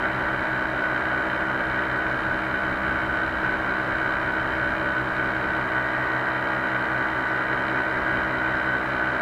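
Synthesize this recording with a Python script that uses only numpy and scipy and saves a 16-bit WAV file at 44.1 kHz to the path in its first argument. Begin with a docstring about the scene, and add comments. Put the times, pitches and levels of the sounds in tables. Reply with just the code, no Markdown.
"""Paramotor in cruise

Steady throttle, heard just in front of the pilot; wind and exhaust level wander slightly.
Propeller and two-stroke exhaust are two harmonic stacks, geared together, that beat against each other.
Blades chop the exhaust into sum and difference tones; slaps and noise bursts ring the cage as a swish.
Shaped noise makes propeller wash, hiss and light wind; a faint metal ring and electronic whine lie on top.
"""
import sys
import numpy as np
from scipy import signal
from scipy.fft import rfft, irfft, next_fast_len
from scipy.io import wavfile
from scipy.ndimage import uniform_filter1d

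SR = 44100
rng = np.random.default_rng(int(sys.argv[2]) if len(sys.argv) > 2 else 0)


def generate_wav(signal):
    """Clip the signal to [-1, 1] and save it as 16-bit WAV at the path in sys.argv[1]."""
    frames = np.transpose(np.atleast_2d(signal))
    scaled = np.clip(frames, -1, 1) * 32767
    pcm = np.round(scaled).astype(np.int16)
    wavfile.write(sys.argv[1], SR, pcm)


N = 406161

# Engine speed drift: (time [s], blade passes per second [Hz])
BLADE_RATE = [(0.0, 65.039), (0.8, 64.966), (1.4, 65.222), (2.4, 65.15), (2.8, 65.237), (4.4, 65.173),
              (5.0, 65.119), (6.0, 65.105), (7.0, 65.113), (7.4, 65.431), (7.8, 65.403), (8.6, 65.528),
              (9.2, 65.233)]
# Propeller harmonics: (multiple of blade rate, nominal rms level [dB])
BLADE_TONES = [(1, -47.6), (2, -46.5), (3, -43.9), (4, -53.5), (5, -45.5), (6, -53.6), (7, -48.4),
               (8, -55.5), (9, -41.7), (10, -45.7), (11, -47.0), (12, -49.8), (13, -44.5), (14, -43.4),
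               (15, -42.9), (16, -55.8), (17, -46.8), (18, -42.8), (19, -43.2), (20, -49.6), (21, -44.3),
               (22, -39.8), (23, -35.8), (24, -41.7), (25, -47.6), (26, -42.3), (27, -50.5), (28, -49.8),
               (29, -45.8), (30, -53.7)]
# Exhaust harmonics: (multiple of firing rate, nominal rms level [dB])
EXHAUST_TONES = [(1, -44.1), (2, -52.9), (3, -46.1), (4, -53.1), (5, -42.9), (6, -62.4), (7, -53.4),
                 (8, -58.0), (9, -52.1), (10, -51.5), (11, -41.4), (12, -37.5), (13, -39.4), (14, -52.5),
                 (15, -46.8), (16, -46.0)]
# Blade-chopped exhaust: (multiple of firing rate, added multiple of blade rate, nominal rms level [dB])
CHOPPED_TONES = [(1, 2, -46.4), (1, 3, -47.7), (2, 1, -40.2), (2, 2, -48.6), (3, -1, -52.0), (4, 1, -47.9),
                 (4, 3, -50.2), (5, 1, -46.7), (5, -1, -52.8), (8, 1, -51.4), (11, 2, -51.0),
                 (12, 1, -50.4), (13, -1, -49.1)]
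# Pilot turning; the scene removes the mean: (time [s], turn [0-1])
PILOT_TURN = [(0, .25), (1.2, 0.3), (2.3, 0), (4, 0.1), (5.3, 0.2), (5.9, 1), (6.9, 0.64), (7.6, 0.72),
              (9.2, 0.3)]
# Shading of the harmonics per unit turn: (centre [Hz], Gaussian width [Hz], change [dB])
SHADING = [(65, 25, -6), (195, 30, -2), (326, 15, -7), (940, 240, 3.5), (1174, 30, 1.5), (1540, 30, -2),
           (1923, 120, 11.5)]
# Wind swell, before a common offset: (time [s], relative level [dB])
WIND_SWELL = [(0, -39.5), (2, -39.5), (3.5, -37), (5.3, -38), (6.3, -45), (8, -41), (9.2, -44)]
# Cage and housing resonances: (centre [Hz], width [Hz], relative peak [dB])
CAGE_MODES = [(1533, 149, 2), (1720, 96, -5), (1904, 205, -6.5), (2230, 92, -8), (2412, 78, -13),
              (2890, 205, -21), (3075, 103, -15.5), (3610, 117, -26), (3863, 156, -24), (4037, 154, -25.5),
              (4490, 93, -31), (4970, 350, -39)]
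# Propeller wash spectrum: (frequency [Hz], relative density [dB per Hz])
WASH_SPECTRUM = [(40, -29), (110, -12.5), (230, -7.5), (450, -6), (620, -3.5), (780, -5), (1000, -3),
                 (1300, -2), (2000, -20), (2600, -18), (3300, -27), (5500, -39), (9000, -63)]
# Air hiss spectrum: (frequency [Hz], relative density [dB per Hz])
HISS_SPECTRUM = [(2500, -12), (5500, 1), (7000, 1), (7700, 2.5), (9500, -4.5), (10800, 0), (12400, -8.5),
                 (14300, -4), (15500, -11.5)]
# Camera electronics whine: (frequency [Hz], rms level [dB])
WHINE_TONES = [(11859, -86), (11908, -90), (11951, -80.5)]
# Reflections off pilot, harness and cage: (propeller delay [ms], exhaust delay [ms], gain [ratio])
ECHOES = [(4.64, 2.59, .9), (8.26, 4.78, .8), (9.85, 6.03, .7)]

CRANK_TURNS_PER_PROP_TURN = 73 / 19
TOP_HZ = 15600
TIME_S = np.arange(N) / SR


def undb(db):
    """Decibels to amplitude gain."""
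    return 10 ** (np.asarray(db) / 20)


def level(x, rms_db):
    """Scale a sound to an rms level."""
    return x * undb(rms_db) / np.sqrt(np.mean(x ** 2))


def curve(rows):
    """Join (time, value) rows by straight lines."""
    times_s, values = np.transpose(rows)
    return np.interp(TIME_S, times_s, values)


def walk(rate_hz):
    """Random values at rate_hz, slewed from one to the next; rms 1."""
    hold = max(int(SR / rate_hz), 1)
    steps = np.repeat(rng.standard_normal(N // hold + 1), hold)
    return level(uniform_filter1d(steps, hold)[:N], 0)


def noise(points):
    """Noise of rms 1, coloured by (Hz, dB) points joined over log frequency."""
    hz, db = np.transpose(points)
    bins_hz = np.maximum(np.arange(N // 2 + 1) * SR / N, 1)
    gain = undb(np.interp(np.log(bins_hz), np.log(hz), db))
    return level(irfft(rfft(rng.standard_normal(N)) * gain, N), 0)


def resonate(x, modes):
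    """Causal ringing through steep (Hz, width Hz, dB) resonances: the tail follows the blow."""
    size = next_fast_len(N + SR // 10)
    bins_hz = np.abs(np.fft.fftfreq(size, 1 / SR))
    power = sum(undb(db) ** 2 / (1 + ((bins_hz - hz) / width_hz) ** 2) ** 3
                for hz, width_hz, db in modes)
    log_gain = np.log(power + 1e-9) / 2
    response = np.exp(np.conj(signal.hilbert(log_gain)))  # minimum phase
    return irfft(rfft(x, size) * response[:size // 2 + 1], size)[:N]


def clicks(cycles):
    """One click per cycle, shared between neighbouring samples; rms 1."""
    distance = np.abs((cycles + .5) % 1 - .5)
    return level(np.maximum(1 - distance / np.gradient(cycles), 0), 0)


def smear(x, delay_ms, share):
    """All-pass echo: spreads a click in time, keeps its colour."""
    taps = np.r_[share, np.zeros(int(delay_ms * SR / 1000)), 1]
    return signal.lfilter(taps, taps[::-1], x)


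def tone(cycles, rms_db):
    """Pure tone of a given rms level."""
    return np.sqrt(2) * undb(rms_db) * np.cos(2 * np.pi * cycles)


def stack(cycles, rate_hz, tones, echoes, turn, waver_db):
    """Pulse harmonics, phase-smeared by near reflections, shaded by turn, wavering in moving air."""
    out = 0
    for order, db in tones:
        hz = order * rate_hz
        paths = 1 + sum(gain * np.exp(-2j * np.pi * hz * ms / 1000) for ms, gain in echoes)
        echo_cycles = np.angle(paths) / (2 * np.pi)  # phase only; the table sets the level
        shade_db = sum(change_db * np.exp(-((hz - centre_hz) / width_hz) ** 2)
                       for centre_hz, width_hz, change_db in SHADING)
        tone_db = db + shade_db * turn + waver_db * walk(3)
        out = out + tone(order * cycles + echo_cycles, tone_db)
    return out


def exhaust(firings, blades, rate_hz, turn, waver_db=1.34, scatter_db=1.26):
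    """Uneven firing pulses; blades sweeping the outlet bend the note into sum and difference tones."""
    echoes = [(ms, gain) for _, ms, gain in ECHOES]
    note = stack(firings, rate_hz, EXHAUST_TONES, echoes, turn, waver_db)
    # moving air between outlet and blades
    drift_cycles = 0.41 + 0.11 * walk(4)
    # difference tones have opposite sign, as in pitch bending
    chopped = sum(np.sign(blade) * tone(fire * firings + blade * blades + drift_cycles, db)
                  for fire, blade, db in CHOPPED_TONES)
    return (note + chopped) * undb(scatter_db * walk(110))


def metal_ring(firings, centre_hz=14450, width_hz=300, rms_db=-80):
    """Each firing rings the engine's metal, faint and very high."""
    blows = clicks(firings) * undb(2.5 * walk(125))
    return level(resonate(blows, [(centre_hz, width_hz, 0)]), rms_db)


def propeller(blades, rate_hz, turn, waver_db=1.47, scatter_db=0.57):
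    """Blade pressure pulses, their strength scattered by turbulent inflow."""
    echoes = [(ms, gain) for ms, _, gain in ECHOES]
    pulses = stack(blades, rate_hz, BLADE_TONES, echoes, turn, waver_db)
    return pulses * undb(scatter_db * walk(60))


def swish(blades, rms_db=-31.5, decay_passes=0.083, slap_gain=0.78, slap_hz=1950, slap_ms=.75,
          scatter_db=0.82):
    """A blade cuts the pilot's wake: a bright slap and a turbulence burst ring the cage."""
    envelope = 1 + np.exp(-(blades % 1) / decay_passes)
    burst = level(envelope * rng.standard_normal(N), 0)
    high_pass = signal.butter(4, slap_hz, "high", fs=SR, output="sos")
    slap = signal.sosfilt(high_pass, clicks(blades))
    # arrives from the whole blade length
    slap = smear(slap, slap_ms, 0.54)
    slap = smear(slap, slap_ms / 2, 0.68)
    push = (burst + slap_gain * slap) * undb(scatter_db * walk(65))
    return level(resonate(push, CAGE_MODES), rms_db)


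def wash(blades, roar_rms_db=-33.5, hiss_rms_db=-63.0, throb_db=0.1, flutter_db=0.6):
    """Slipstream noise: the roar peaks between blade passes, the hiss just after each."""
    throb = np.cos(2 * np.pi * (blades + .5))
    roar = noise(WASH_SPECTRUM) * undb(throb_db * throb + flutter_db * walk(25))
    puff = 1 + .45 * np.exp(-((blades % 1 - .08) / .08) ** 2)
    hiss = noise(HISS_SPECTRUM) * puff
    return level(roar, roar_rms_db) + level(hiss, hiss_rms_db)


def wind(offset_db=-4, gust_db=1.5, gust_rate_hz=6):
    """Airflow buffeting the microphone: low noise with a slow swell and small random gusts."""
    rumble = noise([(8, -21), (32, -1), (50, -1.0), (70, 1.0), (105, -3), (220, -9), (1000, -58)])
    return rumble * undb(curve(WIND_SWELL) + offset_db + gust_db * walk(gust_rate_hz))


def electronics_whine():
    """Steady pure tones from the camera electronics."""
    return sum(tone(hz * TIME_S, db) for hz, db in WHINE_TONES)


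def scene(effort_db_per_hz=3):
    """Propeller and engine, locked through the gear, in moving air."""
    blade_hz = curve(BLADE_RATE)
    mean_blade_hz = np.mean(blade_hz)
    firings_per_pass = CRANK_TURNS_PER_PROP_TURN / 2  # two blades, one firing per crank turn
    passes = np.cumsum(blade_hz) / SR
    # start phase and jitter, in cycles
    blades = passes - .483 + .0016 * walk(40)
    firings = passes * firings_per_pass + .501 + .004 * walk(50)
    turn = curve(PILOT_TURN)
    turn = turn - np.mean(turn)
    # exhaust is louder at higher speed
    effort = undb(effort_db_per_hz * (blade_hz - mean_blade_hz))
    engine = effort * exhaust(firings, blades, mean_blade_hz * firings_per_pass, turn)
    engine = engine + metal_ring(firings)
    air = propeller(blades, mean_blade_hz, turn) + swish(blades) + wash(blades) + wind()
    return (engine + air + electronics_whine())[None]


def record(dry):
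    """The camera cuts the top: steep elliptic low-pass."""
    low_pass = signal.ellip(10, .2, 80, TOP_HZ, fs=SR, output="sos")
    return signal.sosfilt(low_pass, dry)


dry = scene()
out = record(dry)
generate_wav(out)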